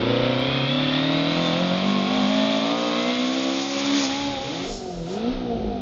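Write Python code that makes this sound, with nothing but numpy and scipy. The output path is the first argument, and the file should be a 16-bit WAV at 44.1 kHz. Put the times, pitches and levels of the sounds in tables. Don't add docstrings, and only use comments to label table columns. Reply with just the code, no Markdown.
import sys
import numpy as np
from scipy import signal
from scipy.fft import rfft, irfft
from scipy.io import wavfile

SR = 44100
rng = np.random.default_rng(int(sys.argv[2]) if len(sys.argv) > 2 else 0)


def dump(signal):
    limited = np.clip(np.atleast_2d(signal).T, -1, 1)
    pcm = np.round(limited * 32767).astype(np.int16)
    wavfile.write(sys.argv[1], SR, pcm)


N = 256220
T = np.arange(N) / SR
BINS = np.fft.rfftfreq(N, 1 / SR)

MID_REVS_HZ = 200
ROAR, KNOCK, CLATTER, GRAVEL = (-33, -2), (-43, .5), (-30.5, 0), (-47.5, 18.7)
BLIP_GROWL, RAGGED, IDLE_CLATTER = (-27, 9.2), (-39.5, 2.3), (-45.5, 3.3)


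# time in seconds, level in dB.
RUN_LEVEL = [(0, -1), (2.6, 0.5), (3.7, -1.5), (3.98, 3), (4.36, -4.5), (4.64, -4.5), (4.76, -21),
             (5.0, -73)]


def stage_engine(speed, firings, low_cut_hz=92):
    engine = stage_note(speed, firings) + stage_growl(speed, firings) + roar(speed, firings)
    engine = engine + from_db(1.0) * gear_whine(firings, flutter=.68, chatter=.45, lope=.4)
    engine = engine * from_db(.55 * drift(8))
    low_cut = signal.butter(6, low_cut_hz, "high", fs=SR, output="sos")
    engine = signal.sosfilt(low_cut, engine)
    knocks = with_revs(speed, KNOCK) * knock(firings)
    return from_db(in_time(RUN_LEVEL)[0]) * (engine + knocks + intake_rasp(speed, firings))


# multiple of the firing rate, level in dB before the pipe.
PULL_HARMONICS = [(1.0, -6.0), (2.0, -7.5), (3.0, 2.5), (4.0, -4.5)]
# frequency in Hz, level in dB.
PIPE_CURVE = [(115.0, -20), (150.0, -22), (200.0, -15), (228.0, -26.5), (252.0, -15.5), (280.0, -22.0),
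              (310.0, -20.0), (350.0, -26), (400.0, -30.5), (490.0, -22), (535.0, -23.5), (590.0, -36),
              (645.0, -27.5), (700.0, -38), (780.0, -43), (840.0, -43.5), (920.0, -36.5), (1100.0, -42.5)]


def stage_note(speed, firings):
    note = partials(speed, firings, PULL_HARMONICS, PIPE_CURVE, unsteady=.15, scatter=.8)
    return note * (1 + .11 * drift(33))


# time in seconds, level in dB.
GROWL_LEVEL = [(0.0, -21.5), (0.6, -29), (1.0, -26.5), (1.5, -19.5), (2.1, -22.5), (2.6, -23.5),
               (3.0, -18.5), (3.5, -22.5), (3.9, -35.0), (4.4, -38.5)]
# multiple of the firing rate, level in dB before the cabin.
GROWL_TONES = [(0.75, 3.5), (1.25, 7.0), (1.5, -2), (1.75, 13.0), (2.25, 4.5), (2.5, -14), (2.75, -0.5),
               (3.25, 0), (3.5, 3), (3.75, 0.5), (4.25, 1.0), (4.5, -4), (4.75, -3), (5.0, -8.5),
               (5.25, -1.5), (5.5, 0), (5.75, -6.0), (6.0, -16), (6.25, -5), (6.5, -8.5), (6.75, -9.5),
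               (7.0, -12)]
# frequency in Hz, level in dB.
CABIN_CURVE = [(85.0, -33), (130.0, -25.0), (205.0, -23), (225.0, -20.5), (255.0, -7.5), (285.0, -11),
               (310.0, -22), (340.0, -12), (400.0, -31.5), (440.0, -23.5), (480.0, -28), (530.0, -13.5),
               (570.0, -16.5), (620.0, -15.5), (680.0, -13.5), (780.0, -20.5), (900.0, -38),
               (1070.0, -11.5), (1250.0, -28), (1400.0, -35), (1700.0, -35.0)]


def stage_growl(speed, firings):
    tones = partials(speed, firings, GROWL_TONES, CABIN_CURVE, unsteady=.15, scatter=.85)
    return from_db(in_time(GROWL_LEVEL)[0]) * tones


# middle in seconds, half length in seconds, multiple of the firing rate, change in dB.
RUN_SWELLS = [(0.04, 0.11, 4.5, 8.2), (0.11, 0.16, 5.0, 15), (0.15, 0.08, 4.0, 5), (0.23, 0.41, 4.25, 13.6),
              (0.24, 0.24, 4.75, 13), (0.35, 0.15, 1.75, -13), (0.36, 0.67, 3.25, 17.5),
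              (0.51, 0.8, 3.75, 14), (0.58, 0.15, 1.0, 4), (0.82, 0.55, 2.75, 16.5),
              (0.87, 0.6, 3.0, -25.5), (0.91, 0.39, 4.25, -16.5), (1.59, 0.13, 3.25, -8),
              (1.93, 0.11, 5.5, 4.5), (1.96, 0.16, 3.0, -8), (1.99, 0.53, 1.75, -16.5),
              (2.15, 0.15, 6.25, 13), (2.15, 0.16, 2.25, 10), (2.2, 0.16, 3.75, 8), (2.35, 0.25, 3.0, 1.5),
              (2.44, 0.22, 2.0, -24), (2.46, 0.15, 1.0, 4.5), (2.51, 0.18, 4.0, 8), (2.55, 0.3, 2.75, 10.5),
              (2.85, 0.27, 5.25, 14.5), (2.98, 0.31, 1.5, -21), (3.13, 0.11, 4.25, -13.5),
              (3.13, 0.16, 1.75, -18.1), (3.35, 0.33, 2.5, 10.8), (3.66, 0.077, 2.75, 13.2),
              (3.76, 0.081, 2.0, 8), (3.93, 0.073, 1.0, 4), (4.09, 0.031, 2.0, -8),
              (4.1, 0.095, 0.75, -14.5), (4.15, 0.51, 0.75, 21), (4.26, 0.055, 1.0, 7.1),
              (4.3, 0.26, 3.0, 13), (4.34, 0.15, 2.0, 7.5), (4.41, 0.05, 1.0, -15)]


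def partials(speed, firings, orders, response, unsteady, scatter):
    hz, response_db = np.transpose(response)
    out = 0
    for multiple, db in orders:
        multiple = np.round(4 * multiple) / 4
        level = db + np.interp(np.log(multiple * speed), np.log(hz), response_db)
        level = level + swells_of(RUN_SWELLS, multiple)
        gain = from_db(level) * (1 + unsteady * drift(10.0))
        phase = scatter * rng.standard_normal()
        out = out + gain * np.cos(2 * np.pi * multiple * firings + phase)
    return out


# frequency in Hz, strength in dB per Hz.
ROAR_TINT = [(70, -18), (115, -7), (170, -7), (260, 0), (400, -9.5), (550, -0.5), (750, -3), (880, -8),
             (1080, -3), (1400, -7), (1900, -24)]


def roar(speed, firings):
    return with_revs(speed, ROAR) * clatter(firings, ROAR_TINT, regular=1.0, pulsing=0.27, lope=0.15)


# frequency in Hz, strength in dB per Hz.
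RASP_TINT = [(900, -27.5), (1300, -12.5), (1620, -9), (2000, -6), (2400, -2.5), (2830, -6.5), (3300, -1),
             (3600, 1), (4300, -8.5), (4900, -12), (5600, -17.5), (6800, -40.5)]


def intake_rasp(speed, firings):
    rasp = clatter(firings, RASP_TINT, regular=.75, pulsing=.14, lope=.1)
    return with_revs(speed, CLATTER) * rasp * from_db(0.68 * drift(7.6))


# middle in seconds, spread (standard deviation) in seconds, multiple of the firing rate, level in dB.
GEAR_TONES = [(.6, 0.064, 24, -33.5), (0.72, 0.032, 24, -30.5), (0.46, 0.061, 25, -35),
              (0.87, 0.057, 23.75, -38), (0.79, .04, 24.5, -35.5), (1.06, .05, 23.75, -38),
              (1.15, 0.26, 24, -39.5), (.85, .16, 23.25, -36.5), (1.2, 0.044, 25.5, -42),
              (1.46, 0.048, 21, -35), (1.2, .2, 21, -46.5), (0.22, 0.18, 24, -44.5),
              (.96, .15, 12.25, -40.5), (0.62, 0.29, 18.4, -38.5), (3.12, .12, 8.5, -37.5),
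              (0.32, .1, 8.5, -42), (2.4, 0.063, 8.5, -44.5)]


def gear_whine(firings, flutter, chatter, lope):
    out = 0
    highest = max(row[2] for row in GEAR_TONES)
    for s, spread, multiple, db in GEAR_TONES:
        shake = multiple / highest
        strokes = 1 + shake * lope * np.cos(np.pi * firings / 2 + drift(1.5))
        rise_and_fall = np.exp(-((T - s) / spread) ** 2 / 2)
        gain = from_db(db) * rise_and_fall * (1 + shake * chatter * drift(54)) * strokes
        tone = np.cos(2 * np.pi * multiple * firings + shake * flutter * drift(44))
        out = out + gain * np.sqrt(2) * tone
    return out


# resonance in Hz, width in Hz, level in dB before scaling.
THUD_RESONANCES = [(293, 150, 4), (666, 73, -1)]


def knock(firings):
    strikes = np.diff(np.floor(firings / 4), prepend=0)
    band = signal.butter(2, [170, 950], "band", fs=SR, output="sos")
    return rms_one(signal.sosfilt(band, resonate(strikes, THUD_RESONANCES)))


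def clatter(firings, colour, regular, pulsing, lope):
    change = drift(0.99)
    repeating = np.cos(change) * cycle_pattern(firings) + np.sin(change) * cycle_pattern(firings)
    strokes = 1 + pulsing * np.cos(2 * np.pi * firings) + lope * np.cos(np.pi * firings)
    shocks = regular * coloured(cabin(repeating), colour)
    return rms_one((shocks + noise(colour)) * strokes)


def cycle_pattern(firings, size=512):
    pattern = signal.resample(rng.standard_normal(size // 2), 16 * size)
    place = np.arange(len(pattern)) / len(pattern)
    return rms_one(np.interp(firings / 4 % 1, place, pattern))


def cabin(x, t60_s=0.096, wet=1):
    t = np.arange(SR // 5) / SR
    echoes = rng.standard_normal(len(t)) * from_db(-60 * t / t60_s)
    echoes = echoes / np.sqrt(np.sum(echoes ** 2))
    return x + wet * signal.fftconvolve(x, echoes)[:N]


# time in seconds, gain as a plain factor.
START_GAIN = [(3.75, 0.12), (4.25, 0.25), (4.55, 0.62), (5.15, 1)]
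THROTTLE_LAG_S, THROTTLE_NOTE_DB, THROTTLE_RAGGED_DB, THROTTLE_CLATTER_DB = 0.074, 2.5, 6, 6


def blipped_engine(speed, firings, throttle, top_hz=790):
    burble = from_db(7.5 * swell(5.59, half_length=0.13))
    note = exhaust_note(firings, rough=.2, waver_db=.8)
    growl_gain = with_revs(speed, BLIP_GROWL) * np.sqrt(burble)
    uneven = blip_growl(firings, growl_gain, unsteady=0.6, scatter=0.81)
    top_cut = signal.butter(8, top_hz, fs=SR, output="sos")
    tone = signal.sosfilt(top_cut, note + uneven) * from_db(THROTTLE_NOTE_DB * throttle)
    ragged = ragged_burning(speed, firings, throttle) * burble
    mix = tone + overrun_boom(firings) + ragged + standing_rasp(speed, firings, throttle)
    return in_time(START_GAIN)[0] * mix


# opens in seconds, closes in seconds, firings per second reached.
THROTTLE_BLIPS = [(4.39, 4.69, 206), (5.04, 5.33, 264)]
# time in seconds, firings per second.
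SINKING_REVS = [(4.1, 139), (4.36, 118)]
COAST_DRAG_PER_S = .67


def blip_controls():
    speed, throttle = in_time(SINKING_REVS)[0], np.zeros(N)
    for opens, closes, top in THROTTLE_BLIPS:
        climb = np.interp(T, [opens, closes], [np.interp(opens, T, speed), top])
        coast = np.exp(-COAST_DRAG_PER_S * np.maximum(T - closes, 0))
        speed = np.where(T < opens, speed, climb * coast)
        throttle += (T > opens) & (T < closes)
    r = np.exp(-1 / (THROTTLE_LAG_S * SR))
    return speed, signal.lfilter([1 - r], [1, -r], throttle)


# multiple of the firing rate, level in dB before the cabin.
STANDING_HARMONICS = [(1, -16.5), (2, -24), (3, -26)]
# middle in seconds, half length in seconds, multiple of the firing rate, change in dB.
STANDING_SWELLS = [(4.67, 0.068, 1, -8), (4.84, 0.064, 1, -14), (5.0, .07, 1, 3.5), (5.29, .04, 1, 2.5),
                   (5.48, 0.05, 1, 0), (5.68, .04, 1, 6.5), (4.51, 0.049, 2, 13.5), (4.87, 0.084, 2, 0),
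                   (5.14, 0.043, 2, 6), (5.33, 0.096, 2, -3), (5.5, .06, 2, 4.5), (5.2, 0.15, 3, -3.5),
                   (5.51, 0.043, 3, 11)]
# frequency in Hz, width in Hz, level in dB.
CABIN_RESONANCES = [(55.0, 5.3, -26.5), (128, 4.9, -9), (167, 25, -14.5), (240, 51, -10), (369, 23, -6.5),
                    (469, 31, -7.5), (712, 61, -11)]


def exhaust_note(firings, rough, waver_db):
    note = 0
    for multiple, db in STANDING_HARMONICS:
        level = db + swells_of(STANDING_SWELLS, multiple) + waver_db * multiple * drift(5.2)
        note = note + from_db(level) * np.cos(2 * np.pi * np.round(multiple) * firings)
    return resonate(note, CABIN_RESONANCES) * (1 + rough * drift(30))


# multiple of the firing rate, level in dB before gain and cabin.
STANDING_GROWL_TONES = [(0.25, -20), (0.5, -4.5), (0.75, -4.5), (1.25, 0), (1.5, -11), (1.75, -10),
                        (2.25, -4), (2.5, -9), (2.75, -14.5), (3.25, -6), (3.5, 2), (3.75, -5), (4.0, 0)]


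def blip_growl(firings, gain, unsteady, scatter):
    tones = 0
    for multiple, db in STANDING_GROWL_TONES:
        per_cycle = np.round(4 * multiple)
        level = from_db(db) * (1 + unsteady * drift(4.0))
        phase = scatter * rng.standard_normal()
        tones = tones + level * np.cos(2 * np.pi * per_cycle * firings / 4 + phase)
    return resonate(tones * gain, CABIN_RESONANCES)


def ragged_burning(speed, firings, throttle):
    puffs = rng.standard_normal(N) * (1 + .3 * np.cos(2 * np.pi * firings)) * from_db(2.5 * drift(45))
    # frequency in Hz, strength in dB
    tint = [(30, -12.5), (100, -7.5), (300, -2.0), (700, -1.0), (1000, -6), (2000, -25.5)]
    ragged = coloured(resonate(puffs, CABIN_RESONANCES), tint)
    return ragged * with_revs(speed, RAGGED) * from_db(THROTTLE_RAGGED_DB * throttle)


def overrun_boom(firings):
    return from_db(-31) * swell(5.65, half_length=0.13) * np.cos(np.pi * firings / 2)


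# frequency in Hz, strength in dB per Hz.
STANDING_RASP_TINT = [(600, -21), (900, 1.5), (1060, -8.5), (1300, -2), (1750, -11.5), (2400, -9.5),
                      (3800, -5.5), (4900, -14.5), (6500, -23.5), (7800, -65.5), (8300, -38.5)]


def standing_rasp(speed, firings, throttle):
    rasp = clatter(firings, STANDING_RASP_TINT, regular=.3, pulsing=.12, lope=.067)
    return rasp * with_revs(speed, IDLE_CLATTER) * from_db(THROTTLE_CLATTER_DB * throttle)


# middle in seconds, half length in seconds, level in dB.
STONE_SPRAYS = [(1.457, 0.16, -44.5), (2.26, 0.2, -46), (3.732, 0.34, -38.5), (4.025, 0.071, -32.5),
                (4.55, 0.1, -51)]
# frequency in Hz, strength in dB per Hz.
GRAVEL_TINT = [(3800, -1.5), (4700, 6), (5400, 5.5), (6000, 3.5), (6800, 5.5), (7200, -18.5), (7600, -63.5),
               (8200, -43.5)]


def gravel(speed):
    rolling = with_revs(speed, GRAVEL) * from_db(in_time(RUN_LEVEL)[0])
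    power = rolling ** 2
    for s, length, db in STONE_SPRAYS:
        power = power + (from_db(db) * swell(s, length)) ** 2
    return np.sqrt(power) * rms_one(noise(GRAVEL_TINT) * from_db(1.6 * drift(24)))


# middle in seconds, half length in seconds, level in dB.
HISS_PUFFS = [(4.73, 0.077, -39.5), (4.92, 0.15, -48.5), (5.132, .06, -47.5)]
# frequency in Hz, strength in dB per Hz.
HISS_TINT = [(2500, -20), (4000, 1.5), (5100, 5), (5400, 8), (5750, 1), (6800, 4), (7800, -9.5),
             (8200, -24.5)]


def spits():
    return sum(from_db(db) * swell(s, length) for s, length, db in HISS_PUFFS) * noise(HISS_TINT)


# middle in seconds, frequency in Hz, level in dB.
BODY_THUDS = [(4.729, 32, -32), (4.99, 42, -34.5), (5.36, 30, -28)]


def thuds(half_length=0.046):
    out = 0
    for s, hz, db in BODY_THUDS:
        out = out + from_db(db) * swell(s, half_length) * np.sin(2 * np.pi * hz * (T - s))
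    return out


def tick(s=0.4, db=-29):
    return from_db(db) * (np.arange(N) == int(s * SR))


# time in seconds, level in dB.
RUMBLE_LEVEL = [(0, -40), (.7, -46.5), (1.5, -47), (2.4, -54), (2.7, -67), (3.0, -60), (3.7, -60),
                (4.25, -46), (4.55, -48.5), (5.1, -44.5), (5.81, -41.5)]
# frequency in Hz, strength in dB per Hz.
RUMBLE_TINT = [(12, -14.5), (28, -2.5), (45, 3), (70, 2.5), (100, 5), (160, -2)]


def body_rumble():
    return from_db(in_time(RUMBLE_LEVEL)[0] + 2.8 * drift(2.3)) * noise(RUMBLE_TINT)


def crank(speed, jitter):
    return np.cumsum(speed) / SR + jitter * drift(64)


def with_revs(speed, law):
    db, db_per_doubling = law
    return from_db(db + db_per_doubling * np.log2(speed / MID_REVS_HZ))


def swell(s, half_length):
    return np.exp(-((T - s) / half_length) ** 2)


def swells_of(rows, multiple):
    mine = [row for row in rows if round(4 * row[2]) == round(4 * multiple)]
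    return sum(db * swell(s, length) for s, length, _, db in mine)


def resonate(x, modes):
    out = 0
    for k, (hz, width, db) in enumerate(modes):
        r = np.exp(-np.pi * abs(width) / SR)
        poles = [1, -2 * r * np.cos(2 * np.pi * hz / SR), r * r]
        zeros = np.array([1, 0, -1]) * (1 - r * r) / 2
        out = out + (-1) ** k * from_db(db) * signal.lfilter(zeros, poles, x)
    return out


def coloured(x, spectrum):
    hz, db = np.transpose(spectrum)
    shape = np.interp(np.log(BINS + 1), np.log(hz), db, left=-80, right=-80)
    return rms_one(irfft(rfft(x) * from_db(shape), N))


def noise(spectrum):
    return coloured(rng.standard_normal(N), spectrum)


def drift(rate):
    step = 40
    r = np.exp(-2 * step * np.pi * rate / SR)
    slow = signal.lfilter([1], [1, -2 * r, r * r], rng.standard_normal(N // step + 2002))[2000:]
    return np.interp(np.arange(N) / step, np.arange(len(slow)), rms_one(slow))


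def in_time(rows):
    s, *columns = np.transpose(rows)
    return [np.interp(T, s, c) for c in columns]


def from_db(db):
    return 10 ** (np.asarray(db) / 20)


def rms_one(x):
    return x / np.sqrt(np.mean(x ** 2) + 1e-20)


# time in seconds, firings per second.
PULLING_SPEED = [(0.0, 111), (0.109, 120.6), (0.435, 128.6), (0.544, 137), (0.639, 135.2), (0.735, 143.7),
                 (0.816, 148), (0.884, 146.8), (0.993, 151.5), (1.102, 157), (1.197, 160), (1.252, 161),
                 (1.415, 171.1), (1.524, 168), (1.633, 180.4), (1.714, 179.7), (1.823, 189), (1.891, 199),
                 (1.959, 197), (2.014, 193), (2.095, 200), (2.163, 209), (2.245, 200.5), (2.327, 211),
                 (2.49, 216), (2.531, 216), (2.626, 219), (2.803, 237), (2.912, 234.8), (2.993, 240),
                 (3.102, 246.9), (3.184, 248.9), (3.306, 257.7), (3.361, 264.2), (3.497, 266),
                 (3.646, 275.4), (3.782, 277), (3.918, 280), (3.973, 284.0), (4.082, 265), (4.109, 272),
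                 (4.136, 274.6), (4.19, 282), (4.313, 281), (4.381, 267), (4.49, 276)]


def scene():
    pulling, = in_time(PULLING_SPEED)
    revving, throttle = blip_controls()
    run = stage_engine(pulling, crank(pulling, jitter=0.0017)) + gravel(pulling)
    start = blipped_engine(revving, crank(revving, jitter=0.0055), throttle) + spits() + thuds()
    return (run + start + body_rumble() + tick())[None]


def record(dry, fade_in_s=.004, cutoff_hz=15500):
    top_cut = signal.cheby2(16, 60, cutoff_hz, fs=SR, output="sos")
    return signal.sosfilt(top_cut, dry * np.minimum(T / fade_in_s, 1))


dry = scene()
out = record(dry)
dump(out)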